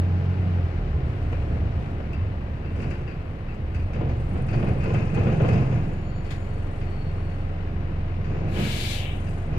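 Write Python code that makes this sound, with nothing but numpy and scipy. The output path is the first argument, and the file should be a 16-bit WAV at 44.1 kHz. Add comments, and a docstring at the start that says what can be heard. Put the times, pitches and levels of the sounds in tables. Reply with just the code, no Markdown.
"""Inside a diesel bus that slows down and stops: the engine, a sum of firing orders, falls to idle and throbs.
A low rumble of filtered noise swells over bumps, then holds on under the idle. As the engine pulls against
the brakes the body shudders in resonant bands, trim buzzes and taps at each firing, and struck fittings ring.
The brakes then squeal faintly as two wavering modes, and the valve spits. Once the bus stands, a short hiss
of turbulent noise lets the brake air out while the engine idles on."""
import sys
import numpy as np
from scipy import signal
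from scipy.fft import rfft, irfft
from scipy.io import wavfile
from scipy.ndimage import uniform_filter1d

SR = 44100
rng = np.random.default_rng(int(sys.argv[2]) if len(sys.argv) > 2 else 0)


def bounce(signal):
    """Save signal as a 16-bit WAV file at the path given by the first command-line argument."""
    frames = np.transpose(np.atleast_2d(signal))
    limited = np.clip(frames, -1, 1)
    pcm = np.round(limited * 32767).astype(np.int16)
    wavfile.write(sys.argv[1], SR, pcm)


N = 422478
TIME = np.arange(N) / SR
BINS = np.fft.rfftfreq(N, 1 / SR)
# Every table named COLOUR is a relative noise spectrum: [f/Hz, spectral level/dB].


def amp(db):
    """Logarithmic level: converts decibels to amplitude gain."""
    return 10 ** (np.asarray(db) / 20)


def unit(x):
    """Power normalisation: scales a signal to rms 1."""
    return x / np.sqrt(np.mean(x ** 2) + 1e-20)


def curve(rows, column=1):
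    """Linear interpolation: one column of a time table at every sample."""
    rows = np.asarray(rows)
    return np.interp(TIME, rows[:, 0], rows[:, column])


def read(points, hz):
    """Logarithmic frequency scale: interpolates a spectrum table along it."""
    f, value = np.transpose(points)
    return np.interp(np.log(hz + 1), np.log(f + 1), value)


def add(mix, s, sound):
    """Superposition: mixes a stereo sound in at time s."""
    part = mix[:, max(round(s * SR), 0):][:, :sound.shape[1]]
    part += sound[:, :part.shape[1]]


def drift(rate_hz):
    """Low-pass random process: slow motion of rms 1."""
    size = N // 32
    hz = np.fft.rfftfreq(size, 32 / SR)
    low_pass = np.exp(-(hz / rate_hz) ** 2) * (hz > 0)
    slow = unit(irfft(rfft(rng.standard_normal(size)) * low_pass, size))
    return np.interp(TIME, np.linspace(0, TIME[-1], size), slow)


def ringing(modes, size):
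    """Modal resonance: the lift in dB that bell-shaped peaks give to each frequency."""
    hz = np.fft.rfftfreq(size, 1 / SR)
    return sum(db / (1 + (2 * (hz - f) / width) ** 2) for f, width, db in modes)


# Likeness of the two microphones: [f/Hz, correlation/1]
LIKENESS = [(90, .999), (125, .99), (250, .93), (500, .68), (900, .35), (1500, .22), (2500, 0)]


def in_cabin(drive, colour, extra_db=0):
    """Spatial coherence: colours two unrelated signals; long waves reach both microphones alike."""
    size = drive.shape[1]
    hz = np.fft.rfftfreq(size, 1 / SR)
    a, b = rfft(drive) * amp(read(colour, hz) + extra_db)
    same = np.clip(read(LIKENESS, hz), -1, 1)
    mid = a * np.sqrt(1 + same)
    side = b * np.sqrt(1 - same)
    return unit(irfft(np.array([mid + side, mid - side]), size))


def noise(colour, envelope=1, extra_db=0):
    """Filtered random excitation: coloured stereo noise under an envelope."""
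    return in_cabin(rng.standard_normal((2, N)) * envelope, colour, extra_db)


def echoes(x, t60):
    """Reverberation: one source reaches each microphone by its own dense set of reflections."""
    t = np.arange(SR // 2) / SR
    tails = rng.standard_normal((2, len(t))) * amp(-60 * t / t60)
    return signal.fftconvolve(x[None], tails, axes=1)[:, :len(x)]


def swell(start, length, rise_db_per_s, fall_db_per_s):
    """Exponential growth and decay: an envelope that rises to 1 at the start, holds, then dies away."""
    before = np.maximum(start - TIME, 0)
    after = np.maximum(TIME - start - length, 0)
    return amp(-rise_db_per_s * before - fall_db_per_s * after)


def swells(rows, rise_db_per_s, fall_db_per_s, column=2):
    """Dominance of the strongest: the joint envelope of a table of events."""
    parts = [amp(row[column]) * swell(row[0], row[1], rise_db_per_s, fall_db_per_s) for row in rows]
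    return np.max(parts, axis=0)


def gush(start, end, open_s, shut_s):
    """Valve flow: builds up ever more slowly and is then pinched off ever faster."""
    opening = np.exp(np.minimum((start - TIME) / open_s, 10))
    closing = (np.maximum(TIME - end, 0) / shut_s) ** 2
    return np.exp(-opening - closing)


def firing(turns, decay, base, uneven_db, lag):
    """Periodic excitation: a burst of uneven strength per cycle, dying within a share of it."""
    cycle = turns + lag % 1
    burst_db = uneven_db * np.clip(rng.standard_normal(1024), -2, 1.2)
    strength = amp(burst_db)[cycle.astype(int)]
    return base + strength * np.exp(-(cycle % 1) / decay)


# Effort of the engine: [t/s, level above idle/dB]
LOAD = [(0, 7), (.55, 7), (.8, 5), (1, 4), (1.7, 4.5), (2.2, 0), (3.5, -5), (4.2, 0.5), (6.2, -1.5),
        (6.7, .5), (8.2, 1), (9.58, 1)]


def effort(idle_db, follow):
    """Load dependence: the level of a layer that follows a share of the engine's load."""
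    return amp(idle_db + follow * curve(LOAD))


ROLL_COLOUR = [(10, -16), (22, -7.5), (32, 5.5), (48, -17), (66, 12), (90, 9.5), (120, -3), (250, -60.5),
               (2000, -100)]
BOOM_COLOUR = [(35, -25.5), (65, -9), (95, -4.5), (120, 1.5), (145, -4), (175, -7), (210, -10.5),
               (260, -16.5), (500, -71.5), (3000, -100)]  # also weights the upper orders of the drone
ROAR_COLOUR = [(130, -14), (230, -1), (290, -0.5), (390, -2.5), (480, -4.5), (560, -4), (630, -6.5),
               (760, -11), (880, -14.5), (1300, -22), (3000, -54), (9000, -100)]
# Resonances of floor and panels: [f/Hz, width/Hz, lift/dB]
PANELS = [(131, 8.6, 2.5), (155, 8.6, 10), (176.5, 22, -2.5), (195.6, 22, 3), (242, 17, -3), (348, 16, 5),
          (443.4, 11, 7), (504, 15, 3), (544, 11, 1.5), (594, 24, -4), (640, 9.1, -2), (662, 49, 2),
          (732, 24, 5), (818, 21, 4), (1033, 42, 6), (1230, 30, 5)]
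# Low rumble, of the running gear while the bus rolls, then held on under the idle: [t/s, level/dB]
ROAD = [(0, -38), (.75, -37), (1.2, -27.5), (2.5, -34.5), (4.1, -33), (4.7, -38.5)]
# Bumps under the wheels: [start t/s, length/s, level/dB]
BUMPS = [(.92, 0.038, -32.5), (1.6, 0.12, -26.5), (2.2, 0.019, -23.5), (2.74, 0.12, -28),
         (3.18, 0.063, -34), (3.76, 0.076, -26.5), (4.03, 0.44, -33), (4.57, 0.066, -24.5)]


def body(turns, shake, roll_db=0, boom_db=-38.5, boom_follow=0.82, shaken_boom_db=-2,
         roar_db=-41.5, roar_follow=0.21, shaken_roar_db=-9.0):
    """Forced vibration: a low rumble swells over bumps; firings and shudders make floor and panels boom and roar."""
    panels = ringing(PANELS, N)
    bumps = swells(BUMPS, rise_db_per_s=199.0, fall_db_per_s=85.5)
    # unrelated causes add in power
    roll = amp(roll_db) * np.hypot(amp(curve(ROAD)), bumps)
    boom = np.hypot(effort(boom_db, boom_follow), amp(shaken_boom_db) * shake)
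    roar = np.hypot(effort(roar_db, roar_follow), amp(shaken_roar_db) * shake)
    boom_pulses = firing(turns, 0.94, 3.6, 6.1, 0.048)
    roar_pulses = firing(2 * turns, 0.65, 2.4, 1.3, .1)
    return (roll * noise(ROLL_COLOUR)
            + boom * noise(BOOM_COLOUR, boom_pulses, panels)
            + roar * noise(ROAR_COLOUR, roar_pulses, panels))


TRIM_COLOUR = [(3000, -36), (5500, -11.5), (7000, -3.5), (8300, -2), (9600, -8), (10500, -9), (13000, -19),
               (16000, -17)]
KNOCK_COLOUR = [(200, -29), (600, -16), (1500, 6.5), (2700, 3), (3400, -14.5), (4700, -14.5), (6500, -19.5),
                (10000, -39.5), (16000, -43.5)]  # also colours the single knocks
# Resonances of the metal trim, the loose fittings and smaller parts: [f/Hz, width/Hz, lift/dB]
TRIM_MODES = [(6500, 200, 5), (8200, 260, 1.5), (8750, 160, 2), (9400, 320, 5)]
FITTING = [(1540, 39, 3.5), (2500, 120, 6), (2717, 90, 4), (4170, 250, -5.5), (4490, 110, 6), (4650, 90, 3),
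           (4880, 130, 7)]
SMALL_PARTS = [(5270, 130, 9), (5790, 130, 7), (6030, 150, -3.5), (6530, 190, 11.5), (6950, 130, 5),
               (7450, 120, 7), (8200, 250, 6)]
# Spells in which a loose metal trim buzzes: [start t/s, length/s, level/dB]
BUZZES = [(1.08, 0.42, -74.5), (1.8, .12, -75), (2.78, .16, -71.5), (3.28, .06, -78), (3.78, .05, -75),
          (4.22, 0.18, -70), (4.5, 0.57, -69), (5.1, 0.83, -69.5), (6.3, 0.79, -71.5), (7.0, 0.42, -72.5),
          (9.05, 0.32, -64)]
# Shudders of the body: [start t/s, length/s, shaking before each layer's gain/dB, rattle level/dB]
SHUDDERS = [(1.53, 0.037, -32, -72), (2.8, 0.089, -30, -53), (4.01, 0.072, -26, -68),
            (4.35, 0.043, -28, -64), (4.56, 0.16, -23, -55), (4.86, 0.15, -23.5, -44.5),
            (5.18, 0.17, -20.5, -45), (5.42, 0.16, -19.5, -43.5), (5.71, 0.064, -24.5, -46.5),
            (8.32, 0.24, -29, -51), (8.585, 0.026, -24, -40), (9.54, 0.046, -27.5, -51)]


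def buzzes(turns, trim_db=0, trim_rest_db=-86, rattle_db=0, rattle_rest_db=-66, detune=0.011):
    """Repeated contact: firings shake trim and fittings; shudders rattle two detuned sets in shifting shares."""
    trim = echoes(rng.standard_normal(N) * firing(turns, 0.22, .2, 2, 0.5), 0.21)
    rattle = echoes(rng.standard_normal(N) * firing(turns, 0.39, 0.8, 2.6, 0.22), 0.23)
    trim_swells = swells(BUZZES, rise_db_per_s=103, fall_db_per_s=72.0)
    rattle_swells = swells(SHUDDERS, rise_db_per_s=162, fall_db_per_s=48, column=3)
    buzzing = np.hypot(amp(trim_rest_db), amp(trim_db) * trim_swells)
    rattling = np.hypot(amp(rattle_rest_db), amp(rattle_db) * rattle_swells)
    parts = np.array(FITTING + SMALL_PARTS)
    low = in_cabin(rattle, KNOCK_COLOUR, ringing(parts, N))
    high = in_cabin(rattle, KNOCK_COLOUR, ringing(parts * [1 + detune, 1, 1], N))
    share = np.clip(.35 + .6 * drift(8), 0, 1)
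    fittings = (1 - share) * low + share * high
    return buzzing * in_cabin(trim, TRIM_COLOUR, ringing(TRIM_MODES, N)) + rattling * fittings


TAP_COLOUR = [(3000, -28), (6000, -7), (7800, -4.5), (9000, -1), (10200, -13), (11200, -14), (15000, -24)]
# Spells in which a strip of trim taps: [start t/s, length/s, level/dB, ring f/Hz, ring lift/dB]
TAPPING = [(4.12, .74, -72.5, 9600, 17), (4.85, .75, -71, 6420, 25), (6.149, 0.8, -75.5, 9470, 3),
           (6.898, .6, -82, 9470, 3), (8.9, 0.8, -72.5, 9400, 9)]


def taps(turns, level_db=0, ring_width_hz=320):
    """Periodic impact: a strip of trim taps once per firing, a crisp, even ticking."""
    out = np.zeros((2, N))
    beat = firing(turns, .1, .08, 1, .55)
    for start, length, db, ring_hz, ring_db in TAPPING:
        part = beat[round(start * SR):][:round(length * SR)]
        size = len(part)
        drive = rng.standard_normal((2, size)) * part * signal.windows.tukey(size, .5)
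        ring = ringing([(ring_hz, ring_width_hz, ring_db)], size)
        add(out, start, amp(db + level_db) * in_cabin(drive, TAP_COLOUR, ring))
    return out


def blow(colour, rise, t60, grain_db, extra_db=0):
    """Damped impact: up to half a second of chattering contact that dies away in the cabin."""
    t = np.arange(SR // 2) / SR
    grain = unit(uniform_filter1d(rng.standard_normal(len(t)), size=130))
    drive = rng.standard_normal((2, len(t))) * amp(grain_db * grain) * amp(-60 * t / t60)
    attack = 1 - np.exp(-(t / rise) ** 2)
    fade_out = np.clip(2 - 5 * t, 0, 1)
    return in_cabin(drive, colour, extra_db) * attack * fade_out


TICK_COLOUR = [(1500, -26), (4000, 2), (7000, 8), (9500, 0), (11000, -10), (14500, -8), (16000, -19)]
JOLT_COLOUR = [(60, -6.5), (160, -14), (330, 0), (500, 5.5), (900, -9.5), (1600, -13.5), (3000, -20),
               (9000, -75.5)]
SPIT_COLOUR = [(300, -6), (750, 13), (1200, 4), (1900, 13), (2700, 4), (3700, 6), (5500, -5), (8500, -10),
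               (11000, -20), (15500, -22)]
# Levels in these four tables are relative; the function adds a gain common to each kind.
# Knocks of the fittings: [t/s, level/dB, treble index/dB, pitch of the struck part f/Hz, ring lift/dB]
KNOCKS = [(1.3246, -36.5, -30, 1850, 4), (2.131, -34.5, -27, 2650, 18), (2.647, -36.5, -31, 2670, 17),
          (2.757, -40, -11, 2520, 4), (2.802, -36, -16, 1540, 2), (2.824, -33, -17, 2650, 4),
          (2.909, -32, -22, 2690, 3), (2.939, -40.5, -23, 1530, 7), (3.0763, -34.5, -21, 2650, 11),
          (3.112, -39.5, -26, 2650, 10), (3.322, -51, -18, 2600, 5), (3.4841, -36.5, -30, 2640, 13),
          (3.7465, -34, -18, 2580, 8), (3.795, -40.5, -20, 2570, 10), (3.9333, -33, -19, 2400, 2),
          (4.0872, -38, -10, 2430, 6), (4.356, -43, -26, 2500, 2), (4.4, -42, -26, 2550, 6),
          (4.484, -31.5, -15, 2550, 5), (4.53, -31, -13, 2500, 4), (4.575, -35, -18, 2530, 5),
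          (4.628, -37, -28, 2550, 6), (4.67, -32, -18, 2560, 8), (4.806, -35, -18, 2480, 4),
          (4.834, -30, -34, 2560, 11), (4.945, -29, -33, 2600, 10), (5.017, -35, -29, 2550, 8),
          (5.1, -37, -28, 2540, 8), (5.146, -30, -31, 2500, 12), (5.196, -32.5, -36, 2530, 10),
          (5.26, -32, -38, 2520, 6), (5.401, -39, -34, 2650, 5), (5.445, -34, -34, 2700, 13),
          (5.488, -28, -23, 2550, 9), (5.5288, -32, -7, 2650, 6), (5.583, -36, -17, 2650, 5),
          (5.72, -38, -28, 2600, 2), (6.246, -41, -6, 2510, 5), (6.813, -38.5, -14, 2530, 3),
          (8.2434, -37.5, -11, 2570, 6), (9.267, -38, -6, 2700, 8)]
# Sharp metal ticks: [t/s, level/dB]
TICKS = [(1.3231, -60), (2.1301, -60), (2.8165, -57), (2.9044, -56), (3.5422, -62), (3.7449, -60),
         (3.933, -64), (4.8339, -54), (4.939, -51), (5.1438, -50.5), (5.4822, -50), (5.529, -53),
         (6.246, -64)]
# Jolts of the body: [t/s, level/dB, decay by 60 dB t60/s]
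JOLTS = [(1.326, -29, 0.1), (2.001, -34, .06), (3.959, -30, .1), (4.009, -27.5, .16), (4.095, -32, 0.072),
         (4.354, -30.5, 0.1), (4.537, -29, 0.1), (4.625, -27.5, 0.12), (4.68, -31.5, .1),
         (4.783, -34, 0.073), (4.856, -30.5, 0.073), (4.903, -25, 0.041), (4.942, -24.5, 0.079),
         (5.172, -25, 0.14), (5.268, -24, 0.2), (5.4, -20, 0.088), (5.446, -21, 0.13), (5.486, -26.5, 0.07),
         (5.558, -30.5, .1), (5.724, -31, 0.069)]
# Short spits: a faint one under the knock at 6.246 s, then one of the brake valve: [t/s, level/dB]
SPITS = [(6.247, -59), (6.301, -45.5)]


def rattles(level_db=-22, jolt_db=-18, tick_db=-19, spit_db=-4, treble_share=0.54,
            usual_treble_db=-22, ring_width_hz=95, overtone=1.793, overtone_db=3):
    """Impact excitation of modes: fittings knock and tick, some brighter; jolts thud; the valve spits."""
    out, size = np.zeros((2, N)), SR // 2
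    octaves_above_3k = np.log2((np.fft.rfftfreq(size, 1 / SR) + 1) / 3000)
    treble = np.clip(octaves_above_3k, 0, 1)
    for s, db, treble_db, hz, ring_db in KNOCKS:
        struck = [(hz, ring_width_hz, ring_db), (hz * overtone, ring_width_hz, ring_db + overtone_db)]
        tilt_db = treble_share * (treble_db - usual_treble_db) * treble
        colour_db = ringing(FITTING + struck, size) + tilt_db
        add(out, s, amp(db + level_db) * blow(KNOCK_COLOUR, 0.00058, 0.32, 0.45, colour_db))
    for s, db in TICKS:
        add(out, s, amp(db + tick_db) * blow(TICK_COLOUR, .0003, 0.096, 2))
    panels = ringing(PANELS, size)
    for s, db, t60 in JOLTS:
        add(out, s, amp(db + jolt_db) * blow(JOLT_COLOUR, 0.0016, t60, 0.6, panels))
    parts = 0.41 * ringing(FITTING + SMALL_PARTS, size)
    for s, db in SPITS:
        add(out, s, amp(db + spit_db) * blow(SPIT_COLOUR, 0.0075, 0.21, 0.94, parts))
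    return out


# Brake squeals: [start t/s, length/s, mean f/Hz, level before the common gain/dB]
SQUEALS = [(5.93, 0.073, 6890, -79), (6.06, .05, 6885, -75), (6.16, .04, 6880, -73), (6.32, .12, 6860, -71),
           (6.5, .08, 6800, -83), (6.058, 0.04, 4400, -72), (6.13, 0.06, 4470, -66.5),
           (6.303, 0.037, 4436, -67), (6.43, 0.18, 4450, -72), (6.86, 0.52, 4436, -72),
           (6.97, .1, 4440, -64)]


def brakes(level_db=6.5, waver_hz=19):
    """Friction-driven vibration: two thin modes of the brake discs, wavering as the pads rub."""
    out = np.zeros((2, N))
    for start, length, hz, db in SQUEALS:
        pitch = hz + waver_hz * drift(90)
        tone = np.sin(2 * np.pi * np.cumsum(pitch) / SR)
        tone *= amp(db + level_db) * swell(start, length, rise_db_per_s=110, fall_db_per_s=170)
        out += tone * (1 + .25 * np.array([drift(35), drift(35)]))
    return out


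AIR_COLOUR = [(1000, -29), (1700, -1), (1850, -8), (2290, 5.5), (2670, -15), (3040, -5), (3280, -10),
              (3630, -0.5), (4830, -4.5), (5600, -11), (6740, -10), (12300, -17), (14500, -20),
              (15500, -32)]
RASP_COLOUR = [(2000, -25), (3300, 14), (4500, 2), (6500, -3), (9000, -9), (15000, -21)]
OUTLET_COLOUR = [(1200, -35), (1750, -4), (2100, 0), (2300, -1), (2800, 5), (3750, -6), (4300, -18),
                 (6000, -27)]
# Resonances of the valve's outlet: [f/Hz, width/Hz, lift/dB]
OUTLET = [(2286, 65, 12), (2520, 30, 7), (2700, 38, 5.5), (2910, 30, 7.3), (3050, 28, 12), (3320, 40, 7),
          (3400, 60, 7), (3700, 54, 8), (3900, 60, 8)]
# The outlet sounds a little before the valve's jet and rings on after it
VALVE_OPEN_S, VALVE_SHUT_S, OUTLET_LEAD_S, OUTLET_LAG_S = 8.562, 8.907, 0.018, 0.11


def air(jet_db=-37.5, outlet_db=-38.0, rasp_db=-42, rasp_delay_s=0.16):
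    """Jet turbulence: brake air echoes through the bus, raspier when wide open; the outlet resonates."""
    flow = gush(VALVE_OPEN_S, VALVE_SHUT_S, open_s=0.071, shut_s=0.108)
    wide_open = gush(VALVE_OPEN_S + rasp_delay_s, VALVE_SHUT_S, open_s=0.074, shut_s=0.09)
    ring = gush(VALVE_OPEN_S - OUTLET_LEAD_S, VALVE_SHUT_S + OUTLET_LAG_S, open_s=0.025, shut_s=0.14)
    turbulence = unit(echoes(rng.standard_normal(N), 0.18)) + rng.standard_normal((2, N))
    jet = flow * amp(jet_db) * in_cabin(turbulence, AIR_COLOUR)
    rasp = wide_open * amp(rasp_db) * in_cabin(turbulence, RASP_COLOUR)
    outlet = ring * amp(outlet_db) * noise(OUTLET_COLOUR, extra_db=ringing(OUTLET, N))
    return (jet + rasp + outlet) * amp(.5 * drift(30))


CLATTER_COLOUR = [(400, -11.5), (800, 6), (1100, 7), (1550, 5), (2000, 5), (2600, 1.5), (2900, 0),
                  (3300, -7.5), (4400, -12.5), (5600, -21), (7500, -27.5), (10500, -33), (15500, -51)]
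SIZZLE_COLOUR = [(6000, -6), (10000, -5), (11900, -2), (12450, 3.5), (13000, -0.5), (15500, -13.5)]


def clatter(turns, shake, level_db=-47.5, follow=0.29, shaken_db=-24, sizzle_db=-79):
    """Pulsed structure-borne noise: diesel clatter through the bulkhead, a faint high sizzle per firing."""
    level = np.hypot(effort(level_db, follow), amp(shaken_db) * shake)
    knock = level * noise(CLATTER_COLOUR, firing(2 * turns, .6, 2.2, 3, 0.17))
    return knock + amp(sizzle_db) * noise(SIZZLE_COLOUR, firing(turns, .3, .8, 2.5, .1))


# Answer of the cabin to the upper orders: [f/Hz, level/dB]
GROWL_COLOUR = [(150, -16), (228, -3), (260, -5), (295, 4), (320, -5), (360, -5), (385, 0), (420, -4),
                (480, -9), (520, -5), (575, -2), (600, -9), (632, -1.5), (660, -8), (685, -1), (705, -7),
                (730, -2), (770, -11), (810, -2.5), (860, -14), (1500, -30)]
INTAKE_COLOUR = [(900, -18), (1400, 12), (2200, -12.5), (4100, -5.5), (5200, -9), (7000, -18), (8500, -31),
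                 (16000, -37)]
# Engine speed, falling to idle: [t/s, firing rate f/Hz]
SPEED = [(0, 44.6), (.35, 45.7), (.5, 45.6), (.62, 43.2), (.78, 40.9), (.98, 33.6), (1.15, 29.4),
         (1.5, 29.8), (2.1, 28.2), (2.4, 28), (3.3, 26.3), (3.9, 24.3), (4.3, 22.6), (5.5, 21.7),
         (6.2, 22.8), (6.8, 22.4), (8.45, 22.3), (8.9, 23.2), (9.2, 22.8)]


def growl(turns, level_db=-46.5, follow=0.96, half_order_db=-4, intake_db=-61, intake_follow=0.82):
    """Harmonic series in a resonant cabin: unequal cylinders add half orders; the intake hisses with load."""
    rate, out = curve(SPEED)[::64], np.zeros((2, N))
    for k in np.r_[4:37, 4.5:14]:  # whole orders, then half orders
        db = read(GROWL_COLOUR, k * rate) + half_order_db * (k % 1 > 0)
        strength = np.interp(TIME, TIME[::64], amp(db)) * (1 + .3 * drift(2.5))
        # the two channels differ more in phase at higher orders
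        start = rng.uniform(0, 2 * np.pi) + k / 30 * rng.standard_normal((2, 1))
        out += strength * np.cos((2 * np.pi * (k * turns % 1) + start).astype(np.float32))
    return effort(level_db, follow) * unit(out) + effort(intake_db, intake_follow) * noise(INTAKE_COLOUR)


# Relative strength of engine orders 1 to 4: [level/dB]
ORDER_DB = [0.5, -0.5, -12, -7.5]
# Answer of the cabin's air to these orders: [f/Hz, level/dB]
CABIN = [(22, -30.5), (30, -37.5), (39, -28.5), (45, -43.5), (60, -41), (70, -24), (78, -35), (89, -22.5),
         (101, -37), (135, -25.5), (160, -39.5), (184, -29)]


def drone(turns, shake, level_db=-1, follow=0.47, overtone_db=-41, overtone_follow=0.25, shaken_db=-9,
          waver=0.18, overtone_waver=0.63, spread=0.398):
    """Fourier synthesis: firing orders nearly in step make idle throb; each swells at a cabin resonance."""
    rate = curve(SPEED)
    angle = 2 * np.pi * turns
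    out, push = np.zeros((2, N)), effort(level_db, follow)
    for k, db in enumerate(ORDER_DB, 1):
        strength = push * amp(db + read(CABIN, k * rate)) * (1 + waver * drift(17))
        out += strength * np.cos(k * angle)
    boom = np.hypot(effort(overtone_db, overtone_follow), amp(shaken_db) * shake)
    for k in range(5, 11):  # higher orders sound as far as the body booms with them
        strength = boom * amp(read(BOOM_COLOUR, k * rate)) * (1 + overtone_waver * drift(12.2))
        out += strength * np.cos(k * angle + spread * (k - 4) ** 2)
    return np.sqrt(2) * out


def scene():
    """Superposition of all sources, coupled by the engine's turning and the shaking of the body."""
    turns = np.cumsum(curve(SPEED)) / SR  # counted in firings
    shake = swells(SHUDDERS, rise_db_per_s=125, fall_db_per_s=57)
    cabin = body(turns, shake) + buzzes(turns) + taps(turns) + rattles()
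    engine = clatter(turns, shake) + growl(turns) + drone(turns, shake)
    return cabin + brakes() + air() + engine


# Balance of the microphones: [f/Hz, left minus right level/dB]
LEAN = [(60, -0.5), (110, -0.5), (200, -3), (380, 0.5), (700, 1.0), (1290, 6.5), (2380, 5), (4400, 9),
        (8120, 10.5), (15000, 13.5)]
LEFT_DELAY_S, EDGE_HZ = .00027, 15680


def record(dry):
    """Delay and shading between microphones: left hears later, right is shaded in the treble; then a low-pass."""
    lean = amp(np.outer([.5, -.5], read(LEAN, BINS)))
    lean = lean / np.sqrt(np.mean(lean ** 2, axis=0))
    delay = np.exp(-2j * np.pi * np.outer([LEFT_DELAY_S, 0], BINS))
    heard = irfft(rfft(dry) * delay * lean, N)
    low_pass = signal.firwin(1023, EDGE_HZ, window=("kaiser", 9), fs=SR)
    return signal.oaconvolve(heard, low_pass[None], "same")


dry = scene()
out = record(dry)
bounce(out)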